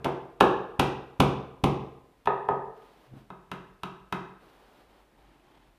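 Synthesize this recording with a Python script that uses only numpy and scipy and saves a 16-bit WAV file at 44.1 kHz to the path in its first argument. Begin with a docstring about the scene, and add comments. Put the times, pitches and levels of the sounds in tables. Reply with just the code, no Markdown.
"""A workbench rings as a fist thumps on the tallest of some short wooden dowels clamped in its vise.
The fist drives the dowel down, then two knocks and a few light taps follow. Each impact thumps the bench,
excites the modes of the wood and lets it slip a little between the jaws; bench and workshop ring on.
In the pauses, faint friction: sleeves rustle, a hand settles on the dowels, the vise handle is worked."""
import sys
import numpy as np
from scipy import signal
from scipy.fft import rfft, irfft
from scipy.io import wavfile

SR = 44100
rng = np.random.default_rng(int(sys.argv[2]) if len(sys.argv) > 2 else 0)


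def output_pcm(signal):
    """Save a mono or channel-first signal as 16-bit PCM at the path in sys.argv[1].

    Samples are clipped to [-1, 1] before scaling.
    """
    pcm = np.clip(np.atleast_2d(signal).T, -1, 1) * 32767
    wavfile.write(sys.argv[1], SR, np.round(pcm).astype(np.int16))


N = 255206
LEAD_IN = SR // 2   # samples before time zero, so an earlier blow can ring into the opening


def from_db(db):
    """Amplitude ratio for a level in decibels."""
    return 10 ** (np.asarray(db) / 20)


def at_hz(points, hz, column=1):
    """One column of a table, interpolated along log frequency."""
    table = np.array(points)
    return np.interp(np.log(np.maximum(hz, 1)), np.log(table[:, 0]), table[:, column])


def cut(x, hz, kind, order=2):
    """Butterworth filter."""
    return signal.sosfilt(signal.butter(order, hz, kind, fs=SR, output="sos"), x)


def resonance(x, hz, width_hz):
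    """Damped oscillator: a two-pole resonance with unit gain at its peak."""
    radius = np.exp(-np.pi * width_hz / SR)
    feedforward = np.array([1, 0, -1]) * (1 - radius ** 2) / 2
    feedback = [1, -2 * radius * np.cos(2 * np.pi * hz / SR), radius ** 2]
    return signal.lfilter(feedforward, feedback, x + 1e-18)


def noise(spectrum):
    """Spectral shaping: white noise is coloured, then scaled to unit rms."""
    gain = from_db(at_hz(spectrum, np.fft.rfftfreq(N, 1 / SR)))
    coloured = irfft(rfft(rng.standard_normal(N)) * gain, N)
    return coloured / np.std(coloured)


def add(track, start_s, sound):
    """Superposition: a sound adds to the track from its start time."""
    start = LEAD_IN + round(start_s * SR)
    track[start:start + len(sound)] += sound[:len(track) - start]


# Still air of the room. Each row: frequency in Hz, relative spectral level in dB.
AIR_SPECTRUM = [(20, -23.5), (35, -8), (49, 4), (64, -18), (90, -14.5), (135, -16), (200, -15), (350, -17),
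                (800, -19.5), (1600, -25.5), (3500, -31.5), (6000, -39.5), (13000, -40.5), (16000, -50)]

def room_air(level_db=-64):
    """Ambient noise: a steady floor, strongest in the bass."""
    return from_db(level_db) * noise(AIR_SPECTRUM)


# Diffuse field. Each row: frequency in Hz, level against the direct sound in dB, T60 in seconds.
ROOM_BANDS = [(50.5, -9, 0.26), (128.4, 9, .62), (252, 11.5, 0.48), (500, 9, 0.78), (992, 1, 0.66),
              (1810, 1.5, 0.65), (3600, -4.5, 0.56), (5895, -4, 0.49), (9830, -8, 0.33), (14860, -11, 0.24)]

def workshop(x, build_s=0.002, first_echo_s=0.003, early_db=-3, early_s=0.012):
    """Reverberation: reflections build up, strongest from the nearest walls, and decay band by band."""
    t, hz = np.arange(SR) / SR, np.fft.rfftfreq(SR, 1 / SR)
    white, tail = rfft(rng.standard_normal(SR)), np.zeros(SR)
    build = 1 - np.exp(-np.maximum(t - first_echo_s, 0) / build_s)
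    early_lift = 1 + from_db(early_db) * np.exp(-t / early_s)
    edges = np.geomspace(230, 17000, 56) - 200
    for low, high in zip(edges, edges[1:]):
        centre = (low + high) / 2
        decay = from_db(-60 * t / at_hz(ROOM_BANDS, centre, column=2))
        band = irfft(white * ((hz >= low) & (hz < high)), SR) * build * early_lift * decay
        gain = np.sqrt(2 * (high - low) / SR) * from_db(at_hz(ROOM_BANDS, centre))
        tail += gain * band / np.linalg.norm(band)
    return signal.fftconvolve(x, tail)[:len(x)]


def rubbing(moves, spectrum, attack_s, release_s, flutter_db, catch_hz=90, grip_hz=18):
    """Sliding friction: noise swells, holds and fades; quick catches ride on slower changes of grip."""
    t, envelope = np.arange(N) / SR, np.zeros(N)
    for start, length, db in moves:
        before, after = np.minimum(t - start, 0), np.maximum(t - start - length, 0)
        envelope += from_db(db) * np.exp(before / attack_s - after / release_s)
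    flutter = sum(np.interp(t * hz, np.arange(N), rng.standard_normal(N)) for hz in (catch_hz, grip_hz))
    return noise(spectrum) * envelope * from_db(flutter_db * flutter)


# Turns of the vise handle. Each row: start in seconds, length in seconds, level in dB.
SCREW_TURNS = [(4.90, 0.032, -66), (5.25, 0.4, -62.5)]
# Sound of the screw. Each row: frequency in Hz, relative spectral level in dB.
SCREW_SPECTRUM = [(50, -34), (90, -14.5), (135, 6.5), (200, -5), (300, 7), (480, -6), (820, 1.5),
                  (1500, -10.5), (3200, -13), (5500, -27), (14000, -43)]

def vise_screw():
    """Friction of the turning screw makes a faint, low scrape."""
    return rubbing(SCREW_TURNS, SCREW_SPECTRUM, attack_s=0.075, release_s=0.14, flutter_db=2.2)


# Arm movements. Each row: start in seconds, length in seconds, level in dB.
ARM_MOVES = [(2.77, 0.29, -60.5), (3.17, 0.021, -60), (4.42, 0.39, -59.5), (4.90, 0.12, -63.5),
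             (5.18, 0.028, -68)]
# Sound of the cloth. Each row: frequency in Hz, relative spectral level in dB.
CLOTH_SPECTRUM = [(50, -22), (140, 3), (300, 14), (1000, 9.5), (2200, -1), (3000, -1), (3800, -4),
                  (7000, -18), (13000, -17), (16000, -22)]

def sleeves():
    """Friction of cloth radiates a soft rustle with each arm movement."""
    return rubbing(ARM_MOVES, CLOTH_SPECTRUM, attack_s=0.023, release_s=0.051, flutter_db=1.0)


# A hand settling on the dowels. The row: start in seconds, length in seconds, level in dB.
HAND_TOUCH = [(3.135, 0.039, -43.5)]
# Sound of the touch. Each row: frequency in Hz, relative spectral level in dB.
HAND_SPECTRUM = [(50, -17), (115, -4.5), (138, 10), (160, -13), (200, -9.5), (330, -11.5), (600, -25),
                 (3000, -48.5), (12000, -70)]

def settling_hand(room_db=-12.5):
    """Soft contact excites mostly low frequencies, followed by a little reverberation."""
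    touch = rubbing(HAND_TOUCH, HAND_SPECTRUM, attack_s=0.016, release_s=0.01, flutter_db=2.5)
    return touch + from_db(room_db) * workshop(touch)


# Echoes off the bench top and nearby timber. Each row: delay in seconds, gain in dB.
REFLECTIONS = [(.0023, -12), (.0052, -6.5), (0.0126, -14.5)]

def near_echoes(x, low_hz=500, high_hz=4600):
    """Early reflection: small surfaces close by return the middle of the spectrum."""
    middle = cut(cut(x, low_hz, "high"), high_hz, "low")
    n = np.arange(len(x))
    return sum(from_db(db) * np.interp(n - delay * SR, n, middle, left=0) for delay, db in REFLECTIONS)


# Modes of bench and vise. Each row: frequency in Hz, peak gain in dB, T60 in seconds.
BENCH_MODES = [(55, 9.5, 0.44), (73.6, 11, 0.81), (139, 19.5, .55), (137, 2, 0.43), (164, -1.5, 0.61),
               (191, 1, 0.62), (234.6, 3.5, 0.54), (268.7, 16, 0.9), (337.6, 12, 0.69), (390.7, 18, 0.5),
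               (433, 7, 0.82), (551, 7.5, 0.84), (670, 6, 0.093), (774, 9, 0.33), (903.6, 8.5, 0.17),
               (1028, 2.5, 1), (1255, 7.5, 0.4), (1295, 4.5, .55), (1670, 8.5, 0.27), (2729, 2.5, 0.28),
               (3350, 3.5, 0.14)]

def bench(x):
    """Free vibration: the lightly damped modes of bench and vise ring on after every blow."""
    return sum(from_db(db) * resonance(x, hz, np.log(1000) / np.pi / t60) for hz, db, t60 in BENCH_MODES)


# Wood slipping between the jaws. Each row: frequency in Hz, relative spectral level in dB.
SLIP_SPECTRUM = [(300, -4.5), (1000, 2), (1700, -2.5), (2750, 6.5), (3600, 3), (4300, -5), (6000, -8.5),
                 (7500, -14), (10500, -10.5), (15000, -20)]

def rasp(t, slip_s):
    """Stick-slip friction: a short run of random catches, spectrally flattened, coloured by the wood."""
    stroke = t / slip_s * np.exp(-(t / slip_s) ** 2)   # the slide speeds up and sticks again
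    catches = rfft(rng.standard_normal(len(t)) * stroke)
    flattened = catches / (np.abs(catches) + np.abs(catches).mean() / 10)
    colour = from_db(at_hz(SLIP_SPECTRUM, np.fft.rfftfreq(len(t), 1 / SR)))
    return irfft(flattened * colour, len(t)) * (t < t[-1] / 2)


def blows(rows, modes, thump_low_hz=53.8, thump_high_hz=233):
    """Impact excitation: each blow gives a soft thump, a rasp of slip and the modal knock of the wood."""
    track, t = np.zeros(LEAD_IN + N), np.arange(SR // 10) / SR
    impulse = signal.unit_impulse(len(t))
    thump = cut(cut(impulse, thump_low_hz, "high"), thump_high_hz, "low", order=4)
    for start, knock_db, contact_hz, pitch, thump_db, slip_db, slip_s in rows:
        contact = cut(impulse, contact_hz, "low")   # a softer contact is duller
        knock = np.zeros(len(t))
        for k, (hz, width, db) in enumerate(modes):
            # two stages in series: the mode swells for a cycle or two and has steep flanks
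            ring = resonance(resonance(contact, pitch * hz, width), pitch * hz, width)
            knock += (-1) ** k * from_db(db) * ring
        add(track, start - slip_s, from_db(thump_db) * thump)   # pressure builds before the dowel gives
        add(track, start - slip_s / 2, from_db(slip_db) * rasp(t, slip_s))
        add(track, start, from_db(knock_db) * knock)
    return track


# Light taps. Each row: start in seconds, knock level in dB, contact cutoff in Hz, slip level in dB.
LIGHT_TAPS = [(3.303, -4, 2060, -29.6), (3.516, 2, 3750, -11.5), (3.834, 4, 3720, -10),
              (4.1254, 9, 3840, -7)]
# Modes of the tapped wood. Each row: base frequency in Hz, stage bandwidth in Hz, gain in dB.
TAP_MODES = [(189.6, 39, 0.5), (379, 117, -2.5), (680, 270, -8), (1043, 330, 4), (1344, 106, 4),
             (1557, 300, -2.5), (2164, 160, -9.5), (2735, 114, -2), (3890, 190, -3)]

def taps(pitch=0.96, slip_s=0.001984, thump_offset_db=-6.5):
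    """Linear response: each tap is firmer than the last, and the thump grows in proportion."""
    rows = [(start, db, hz, pitch, db + thump_offset_db, slip_db, slip_s)
            for start, db, hz, slip_db in LIGHT_TAPS]
    return blows(rows, TAP_MODES)


# Knocks on the dowel tops, two contacts apiece. Each row: start in seconds, knock level in dB,
# contact cutoff in Hz, thump level in dB, slip level in dB.
HARD_KNOCKS = [(2.258, -0.5, 2970, -9, -17), (2.273, 23, 1930, 2, -25), (2.4874, 22, 1220, -1.5, -21),
               (2.5097, 12.5, 1060, 1.5, -44)]
# Modes of the knocked wood. Each row: base frequency in Hz, stage bandwidth in Hz, gain in dB.
KNOCK_MODES = [(434, 62, -3.5), (563, 110, -12.5), (737, 175, -8), (973, 228, 1), (1316, 113, -0.7),
               (1560, 150, -14.5), (1892, 300, -10.5), (2710, 419, -14.5), (3760, 680, -15.5)]

def knocks(pitch=0.947, slip_s=0.00299):
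    """Hard impacts excite the modes of the wood but barely move the dowels."""
    rows = [(start, db, hz, pitch, thump_db, slip_db, slip_s)
            for start, db, hz, thump_db, slip_db in HARD_KNOCKS]
    return blows(rows, KNOCK_MODES)


# Blows of the fist. Each row: start in seconds, knock level in dB, contact cutoff in Hz, pitch as a
# ratio, thump level in dB, slip level in dB, slip time in seconds.
FIST_BLOWS = [(-0.260, 18, 2400, 1.01, 23, -7.5, 0.01), (0.0455, 7.5, 3700, 0.61, -2, -5, 0.0031),
              (0.053, 8.5, 2020, 0.88, 0, -17, 0.0052), (0.059, 13.5, 2050, 1, 7, -25, 0.005),
              (0.4045, 8, 2000, 1.1, 0.5, -4.5, 0.0027), (0.408, 27.5, 2700, 1.074, 9.5, 4, .002),
              (0.4265, 17.5, 450, 0.91, 10, -18, 0.0037), (0.7963, 19.5, 3160, 1.01, 16.5, 7, 0.00502),
              (1.2022, 21.5, 1900, 1.01, 22, 7.5, 0.005), (1.640, 20, 1210, 1.048, 20, 2, 0.0041)]
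# Modes of the wood under the fist. Each row: base frequency in Hz, stage bandwidth in Hz, gain in dB.
FIST_MODES = [(178, 55, -16.5), (342.2, 110, -1.5), (462, 206, -8), (780, 224, 0), (995, 140, 0.5),
              (1156, 250, -3.5), (1544, 400, -11), (2120, 600, -18.5), (2500, 540, -14.5),
              (3130, 350, -20.5), (3470, 490, -13)]

def fist():
    """Heavy impacts overcome static friction and drive the tall dowel down between the jaws."""
    return blows(FIST_BLOWS, FIST_MODES)


def scene(lag_s=2.4e-6):
    """Superposition of blows, their ringing and quiet handling at two nearly coincident microphones."""
    struck = fist() + knocks() + taps()
    ringing = struck + near_echoes(struck) + bench(struck) + workshop(struck)
    mid = ringing[LEAD_IN:] + settling_hand() + sleeves() + vise_screw() + room_air()
    side = np.gradient(mid) * SR * lag_s / 2   # the sound reaches one microphone lag_s sooner
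    return np.array([mid + side, mid - side])


def record(dry, hiss_db=-92, cutoff_hz=15400):
    """Self-noise and band limiting: each channel adds its own faint hiss before a steep low-pass."""
    hissy = dry + from_db(hiss_db) * rng.standard_normal(dry.shape)
    return signal.sosfilt(signal.ellip(10, 0.1, 80, cutoff_hz, fs=SR, output="sos"), hissy)


dry = scene()
out = record(dry)
output_pcm(out)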